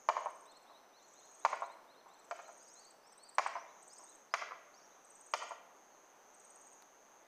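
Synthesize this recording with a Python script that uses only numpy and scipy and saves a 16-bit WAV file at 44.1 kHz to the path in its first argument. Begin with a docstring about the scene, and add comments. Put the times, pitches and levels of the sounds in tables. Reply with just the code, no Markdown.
"""A heavy hammer drives a felling wedge into a trunk, some way off among trees and buildings.
Each blow sums a contact push, damped trunk modes and a noisy steel crack, then echoes and foliage scatter.
Bush crickets buzz in swelling phrases of pitch-sagging wing strokes.
Small birds chip and whistle with gliding tones; a dry tick snaps once.
Coloured noise makes a soft, distant rush."""
import sys
import numpy as np
from scipy import signal
from scipy.fft import rfft, irfft, next_fast_len
from scipy.io import wavfile
from scipy.ndimage import map_coordinates

SR = 44100
rng = np.random.default_rng(int(sys.argv[2]) if len(sys.argv) > 2 else 0)


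def dump(signal):
    """Clip the signal to [-1, 1] and save it as 16-bit WAV at the path in sys.argv[1]."""
    limited = np.clip(np.atleast_2d(signal).T, -1, 1)
    pcm = np.round(limited * 32767).astype(np.int16)
    wavfile.write(sys.argv[1], SR, pcm)


N = 320607


def amp(db):
    """Decibels to gain."""
    return np.exp(np.asarray(db) * np.log(10) / 20)


def unit(x):
    """Scale to rms 1."""
    return x / np.sqrt(np.mean(x ** 2) + 1e-20)


def along(points, hz):
    """Interpolate (frequency [Hz], value) points on a log-frequency axis."""
    point_hz, value = np.transpose(points)
    return np.interp(np.log(hz + 1), np.log(point_hz + 1), value)


def curve(rows):
    """Interpolate (time [s], value) rows to one value per sample."""
    return np.interp(np.arange(N) / SR, *np.transpose(rows))


def wobble(knots_per_s):
    """Smooth random curve: a spline through Gaussian knots."""
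    knots = rng.standard_normal(256)
    time_s = np.arange(0, N / SR + .01, .01)
    return curve(np.transpose([time_s, map_coordinates(knots, [time_s * knots_per_s])]))


def filtered(x, response):
    """Multiply the spectrum of x by a response of frequency."""
    size = next_fast_len(len(x) + 8192)
    hz = np.fft.rfftfreq(size, 1 / SR)
    return irfft(rfft(x, size) * response(hz), size)[:len(x)]


def noise(colour, size):
    """Coloured noise of rms 1."""
    white = rng.standard_normal(size)
    return unit(filtered(white, lambda hz: amp(along(colour, hz))))


def add(track, time_s, sound):
    """Mix a sound into the track, trimmed to its ends."""
    start = round(time_s * SR)
    part = sound[max(-start, 0):max(len(track) - start, 0)]
    track[max(start, 0):][:len(part)] += part


def fade(t, t60):
    """Exponential decay, 60 dB down after t60 seconds."""
    return np.exp(-np.log(1000) * t / t60)


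def even_spectrum(burst, t, colour=1):
    """Give a burst a smooth magnitude spectrum, keeping its phases, and taper it to zero."""
    phases = np.exp(1j * np.angle(rfft(burst)))
    return irfft(colour * phases, len(t)) * (1 - t / t[-1]) ** 2


def hammer(foliage_db=-5.5):
    """The blows, each convolved with wall echoes, near leaves and diffuse foliage."""
    # hammer blows: (time [s], relative level [dB], contact pitch [Hz], deep wood boost [dB],
    # relative steel crack [dB], wall echo [dB])
    blows = [(0.0879, -19.5, 970, 4.5, -6, -2), (1.4498, -19.5, 960, 0.5, -4.5, -2.5),
             (2.311, -33.5, 1230, 12, 0.5, -2.5), (3.3831, -19.5, 972, -0.5, 0, -2.5),
             (4.339, -24.5, 1177, 2.5, 5, -4.5), (5.3375, -22, 1173, 1.5, 1, -3.5)]
    out = np.zeros(N)
    for time_s, db, contact_hz, deep_db, crack_db, echo_db in blows:
        hit = amp(db) * blow(contact_hz, deep_db, crack_db)
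        response = amp(echo_db) * walls() + leaves() + amp(foliage_db) * foliage()
        add(out, time_s, hit)
        add(out, time_s, signal.fftconvolve(hit, response))
    return out


def blow(contact_hz, deep_db, crack_db, push_db=1.5, push_s=0.00079, deep_hz=950, attack_s=0.0027,
         radiate_hz=500):
    """A brief push of the wedge excites damped trunk modes and a crack of steel."""
    # trunk and wedge modes: (frequency [Hz], relative level [dB], t60 [s])
    trunk_modes = [(482, -44, 0.13), (631, -22.5, 0.08), (695.4, -6.5, 0.044), (798.4, -3, 0.026),
                   (943, 1, 0.019), (1045, -0.5, 0.025), (1178, -22.5, 0.048), (1368, -14, 0.067),
                   (1409, -22.5, 0.042), (1707, -16, 0.029), (1908, -23, 0.05), (1930, -8, 0.011),
                   (2370, -17, 0.043), (2840, -60, 0.042), (2985, -18, 0.028), (4600, -51, 0.033),
                   (6740, -27.5, 0.04)]
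    t = np.arange(4096) / SR
    push_envelope = (t / push_s) * np.exp(1 - t / push_s)
    push = amp(push_db) * push_envelope * np.sin(2 * np.pi * contact_hz * t)
    hz, db, t60 = np.transpose(trunk_modes)[:, :, None]
    # each blow raises or lowers its deep modes by its own amount
    deep_boost_db = deep_db / (1 + (hz / deep_hz) ** 6)
    strength = amp(db + deep_boost_db + rng.normal(0, 1, hz.shape))
    modes = strength * fade(t, t60) * np.sin(2 * np.pi * hz * t)
    ring = np.sum(modes, axis=0) * (1 - np.exp(-t / attack_s))
    crack = amp(crack_db - 7) * snap(t, t60=0.024)
    # a slender trunk radiates almost no bass
    radiation = signal.butter(3, radiate_hz, "high", fs=SR, output="sos")
    return amp(0.5) * signal.sosfilt(radiation, push + ring + crack)


def snap(t, t60, rise_s=0.00015, air_hz=13000):
    """Steel crack: a dying, evenly coloured noise burst whose top is dulled by the air."""
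    # crack of steel on the wedge: (frequency [Hz], relative density [dB per Hz])
    crack_colour = [(100, -38), (400, -12.5), (1200, 6), (2000, 7.5), (2800, -2), (3600, -8.5), (5000, -5),
                    (6700, -6), (7500, -20), (10000, -28.5), (15000, -38)]
    burst = rng.standard_normal(len(t)) * fade(t, t60)
    colour = amp(along(crack_colour, np.fft.rfftfreq(len(t), 1 / SR)))
    crack = even_spectrum(burst, t, colour) * (1 - np.exp(-t / rise_s))
    crack = signal.lfilter(*signal.butter(2, air_hz, fs=SR), crack)
    return crack * np.linalg.norm(burst) / np.linalg.norm(crack)


def walls():
    """Each surface returns a dulled mirror copy and a short, evenly coloured spray of scatter."""
    # echoing surfaces, levels before dulling, t60 before taper:
    # (delay [s], mirror [dB], scatter [dB], scatter t60 [s], low-pass [Hz])
    surfaces = [(.0034, -12, -5, 0.028, 6950), (.0111, -9, -2.5, 0.013, 1190),
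                (0.0787, -15.5, -6, 0.071, 2900), (0.1709, -9.5, -9.5, 0.087, 1170),
                (.181, -11, -16, 0.1, 1200), (.61, -33, -25, 0.83, 1310)]
    response, t = np.zeros(SR), np.arange(SR // 3) / SR
    for delay_s, mirror_db, scatter_db, t60, dull_hz in surfaces:
        spray = even_spectrum(rng.standard_normal(len(t)) * fade(t, t60), t)
        scatter = amp(scatter_db) * spray / np.linalg.norm(spray)
        mirror = amp(mirror_db) * (t == 0)
        dulled = signal.lfilter(*signal.butter(2, dull_hz, fs=SR), scatter + mirror)
        add(response, delay_s, dulled)
    return response


def leaves(db=-1, t60=0.27, above_hz=8500):
    """Response of the nearest leaves: a short spray of the highest treble."""
    spray = rng.standard_normal(SR) * fade(np.arange(SR) / SR, t60)
    treble = signal.butter(4, above_hz, "high", fs=SR, output="sos")
    return amp(db) * signal.sosfilt(treble, spray / np.linalg.norm(spray))


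def foliage(build_s=0.047):
    """Response of leaves and trunks: a diffuse tail whose treble dies first."""
    # scattered sound: (frequency [Hz], relative level [dB])
    scatter_colour = [(150, 7.5), (500, -1.5), (1000, -9.5), (2200, 0), (3300, 3), (5000, 3.5), (9000, 9.5),
                      (13000, -4)]
    # decay of the scatter: (frequency [Hz], t60 [s])
    scatter_t60 = [(200, 0.95), (1000, 0.94), (2500, 0.65), (5000, 0.46), (10000, 0.28)]
    hz, t, spectrum = signal.stft(rng.standard_normal(SR), SR, nperseg=256)
    shape = fade(t, along(scatter_t60, hz)[:, None]) * (1 - np.exp(-t / build_s))
    colour = amp(along(scatter_colour, hz))[:, None]
    tail = signal.istft(spectrum * shape * colour, SR, nperseg=256)[1][:SR]
    return tail / np.linalg.norm(tail)


def crickets(first_rate_hz=149, last_rate_hz=128, swell_s=0.28, stop_s=0.014):
    """Phrases swell while the wing beat slows, then stop short; others buzz farther away and join in."""
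    # nearest cricket, phrase ends: (time [s])
    lead_stops = [0.269, 1.54, 2.814, 4.17, 5.56, 6.823]
    # lower-pitched neighbours, phrase ends: (time [s])
    answer_stops = [.47, 1.68, 2.9, 4.268, 4.98, 5.5, 6.13, 6.7, 7.24]
    # faint, lower-pitched cricket: (time [s], level [dB])
    low_trill = [(0, -82), (.8, -85.5), (1.9, -88), (3.0, -84), (3.6, -86), (7.27, -99)]
    far_hz, far_db, far_join_db = 6040, -82, 10  # carrier, resting level, rise with the nearest
    far_early_s, far_join_s = 0.35, 0.38  # peak ahead of the phrase end, half-width of the swell at 1/e
    out = np.zeros(N)
    # stops, carrier [Hz], level before the swell [dB], phrase length [s]
    for stops, carrier_hz, db, length_s in [(lead_stops, 6570, -66.5, .68),
                                            (answer_stops, 6395, -71, .74)]:
        t = np.arange(0, length_s, 1 / SR)
        swell = (1 - np.exp(-(t / swell_s) ** 2)) * np.minimum((t[-1] - t) / stop_s, 1)
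        stroke_rate_hz = np.linspace(first_rate_hz, last_rate_hz, len(t))
        for stop in stops:
            add(out, stop - length_s, amp(db) * swell * stridulate(stroke_rate_hz, carrier_hz))
    t = np.arange(N) / SR
    joining = sum(np.exp(-((t - stop + far_early_s) / far_join_s) ** 2) for stop in lead_stops)
    far_buzz = stridulate(127 + 4 * wobble(3), far_hz, sweep=0.038, rasp=0.49)
    low_buzz = stridulate(120 + 4 * wobble(2.9), 5380, sweep=0.023, rasp=1.0)
    return out + amp(far_db + far_join_db * joining) * far_buzz + amp(curve(low_trill)) * low_buzz


def stridulate(rate_hz, carrier_hz, sweep=0.15, rasp=0.66):
    """Each wing stroke is a short tone that sags in pitch as the scraper slows."""
    strokes = np.cumsum(rate_hz) / SR + rng.random()
    index = strokes.astype(int)
    within = strokes - index
    detune, start, size_db = rng.standard_normal((3, 2048))
    # uneven teeth on the file jitter the phase several times a stroke
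    jitter = np.interp(6 * strokes, np.arange(8192), rng.standard_normal(8192))
    pitch_hz = carrier_hz * (1 + sweep * (.5 - within) + 0.0059 * detune[index])
    tone = np.sin(2 * np.pi * np.cumsum(pitch_hz) / SR + np.pi * start[index] + rasp * jitter)
    stroke_envelope = (within * (1 - within)) ** 3
    return unit(tone * stroke_envelope * amp(size_db)[index])


def trills(bird_db=-2.0):
    """A small bird's runs of chips slow a little and arch in level and pitch."""
    # trills: (first chip [s], last chip [s], relative level [dB], crescendo over the trill [dB],
    # nominal pitch [Hz], pitch drift over the trill [Hz])
    trill_rows = [(.205, .63, -59, -2, 8380, -520), (1.029, 1.316, -60, 3, 7950, 700),
                  (1.35, 1.722, -56.5, -5, 8380, -250), (2.09, 2.482, -59.5, 4, 7980, 500),
                  (2.527, 2.909, -55.5, 6, 8420, -400), (3.076, 3.352, -52.5, 11, 8280, 350),
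                  (3.473, 3.473, -45, 0, 8420, 0), (3.832, 4.155, -50.5, -2, 8320, -200),
                  (5.053, 5.493, -52.5, -1, 8460, -100), (6.349, 6.73, -54.5, 0, 8520, -150)]
    gap_s, slowing = .055, 0.065  # nominal chip spacing; share of slowing
    edge_db, edge_hz = 3.5, 150  # first and last chips are this much softer and lower
    scatter_db, scatter_hz = 0.5, 82  # standard deviation from chip to chip
    out = np.zeros(N)
    for first, last, db, crescendo_db, hz, drift_hz in trill_rows:
        for u in np.linspace(0, 1, round((last - first) / gap_s) + 1):
            time_s = first + (last - first) * (u - slowing * u * (1 - u))
            edge = (2 * u - 1) ** 2
            level_db = db + crescendo_db * (u - .5) - edge_db * edge + scatter_db * rng.normal()
            pitch_hz = hz + drift_hz * (u - .5) - edge_hz * edge + scatter_hz * rng.normal()
            note = chip(pitch_hz)
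            add(out, time_s - len(note) / SR / 2, amp(level_db + bird_db) * note)
    return out


def chip(hz, half_s=0.0086, arch=0.21, width_s=0.005, uneven=0.25, wisp_db=-13, wisp_ratio=1.042):
    """A tone flicks up and down, loudest near its top, in varying widths under a faint second voice."""
    t = np.arange(-SR // 50, SR // 50) / SR
    stretch, lean, wisp = rng.standard_normal(3)
    flick = 1 - np.exp(-2 * (t / half_s / np.exp(uneven * stretch)) ** 2)
    phase = 2 * np.pi * np.cumsum(hz * (1.02 - arch * flick)) / SR
    second_voice = amp(wisp_db + 1.9 * wisp) * np.sin(wisp_ratio * phase)
    return (np.sin(phase) + second_voice) / np.cosh(t / width_s + uneven * lean) ** 2


def whistles(count=9, bird_db=-4.0):
    """A second bird: fading couplets of low slurs, then high slurs that each lead into a lower note."""
    # high calls: (time [s], note length [s], nominal top pitch [Hz], relative level [dB],
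    # lower note's nominal top pitch [Hz], lower note's relative level [dB])
    high_calls = [(2.585, .115, 5850, -63, 4750, -59.5), (3.011, 0.14, 6170, -61.5, 4750, -60),
                  (3.494, 0.079, 6100, -57, 4020, -69), (3.888, 0.087, 5850, -59.5, 4100, -68.5),
                  (4.299, .08, 5920, -57, 4060, -70), (4.73, 0.076, 5830, -60, 4000, -74)]
    start_s, period_s, gap_s = .446, .474, .211  # couplets
    couplet_db, fade_db_per_s = -62.5, 2  # relative level and its fall
    lower_after_s = .157
    out = np.zeros(N)
    for k in range(count):
        since_s = k // 2 * period_s + k % 2 * gap_s
        note = slur(.085, 4240, octaves=.46, echo_db=0.5)
        add(out, start_s + since_s, amp(couplet_db - fade_db_per_s * since_s) * note)
    for time_s, length_s, top_hz, db, lower_hz, lower_db in high_calls:
        high_note = slur(length_s, top_hz, octaves=.66, echo_db=-4)
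        lower_note = slur(length_s, lower_hz, octaves=0.44, echo_db=-6)
        add(out, time_s, amp(db) * high_note)
        add(out, time_s + lower_after_s, amp(lower_db) * lower_note)
    return amp(bird_db) * out


def slur(length_s, top_hz, octaves, echo_db, echo_s=.065, uneven=0.073, stray=.012, patchy_db=3):
    """A whistle slurs up and drops sharply, a little different each time; a wall repeats it."""
    # one slur: (share of length [0-1], share of depth below the top [ratio], relative level [dB])
    glide_points = [(0, 1, -18), (.18, .55, -4), (.45, .26, 0), (.68, 0, 0), (.82, .04, -3), (.91, .42, -5),
                    (1, 1.05, -12)]
    share, below, loud_db = np.transpose(glide_points)
    u = np.arange(0, 1, 1 / (length_s * SR))
    deeper, higher = rng.standard_normal(2)
    waver = stray * higher + 0.023 * np.sin(2 * np.pi * (3 * u + rng.random()))
    drop = octaves * np.exp(uneven * deeper) * np.interp(u, share, below)
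    pitch_hz = top_hz * 2 ** (waver - drop)
    note = signal.windows.tukey(len(u), .1) * np.sin(2 * np.pi * np.cumsum(pitch_hz) / SR)
    out = np.zeros(SR // 2)
    # each path through the leaves favours other parts of the slur
    for delay_s, db in [(0, 0), (echo_s, echo_db)]:
        path_db = loud_db + patchy_db * rng.standard_normal(len(share))
        add(out, delay_s, amp(db + np.interp(u, share, path_db)) * note)
    return out


def falling_whistle(time_s=5.895, length_s=.09, db=-82, from_hz=4450, to_hz=4100):
    """A faint, distant sine sinks gently in pitch."""
    out = np.zeros(N)
    pitch_hz = np.linspace(from_hz, to_hz, round(length_s * SR))
    note = signal.windows.tukey(len(pitch_hz), .5) * np.sin(2 * np.pi * np.cumsum(pitch_hz) / SR)
    add(out, time_s, amp(db) * note)
    return out


def tick(time_s=6.8225, gain_db=-46.5, t60=0.018, low_hz=600, high_hz=4500):
    """A small dry snap close by: a band-passed, decaying noise burst."""
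    out, t = np.zeros(N), np.arange(SR // 20) / SR
    burst = rng.standard_normal(len(t)) * fade(t, t60)
    band = signal.butter(1, [low_hz, high_hz], "band", fs=SR)
    add(out, time_s, amp(gain_db) * signal.lfilter(*band, burst))
    return out


def air(db=-64.5):
    """A soft distant rush: coloured noise that barely wavers."""
    # rush: (frequency [Hz], relative density [dB per Hz])
    air_colour = [(20, -18), (70, -30), (100, -26), (130, -20), (200, -13), (320, -7), (550, -3.5),
                  (850, -2), (1300, -7), (2200, -15), (4000, -23), (7500, -26.5), (10000, -29.5),
                  (15000, -29.5)]
    return amp(db + 0.37 * wobble(6.6)) * noise(air_colour, N)


def scene():
    """Mix the sources; birds and crickets also scatter in foliage."""
    buzz, near_bird, far_bird = crickets(), trills(), whistles() + falling_whistle()
    into_foliage = amp(-10.0) * buzz + amp(-15) * near_bird + amp(-11) * far_bird
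    scattered = signal.oaconvolve(into_foliage, foliage())[:N]
    return (hammer() + tick() + buzz + near_bird + far_bird + scattered + air())[None]


def record(dry, top_hz=15250):
    """Brick-wall low-pass: nothing passes at or above top_hz."""
    return np.array([filtered(channel, lambda hz: hz < top_hz) for channel in dry])


dry = scene()
out = record(dry)
dump(out)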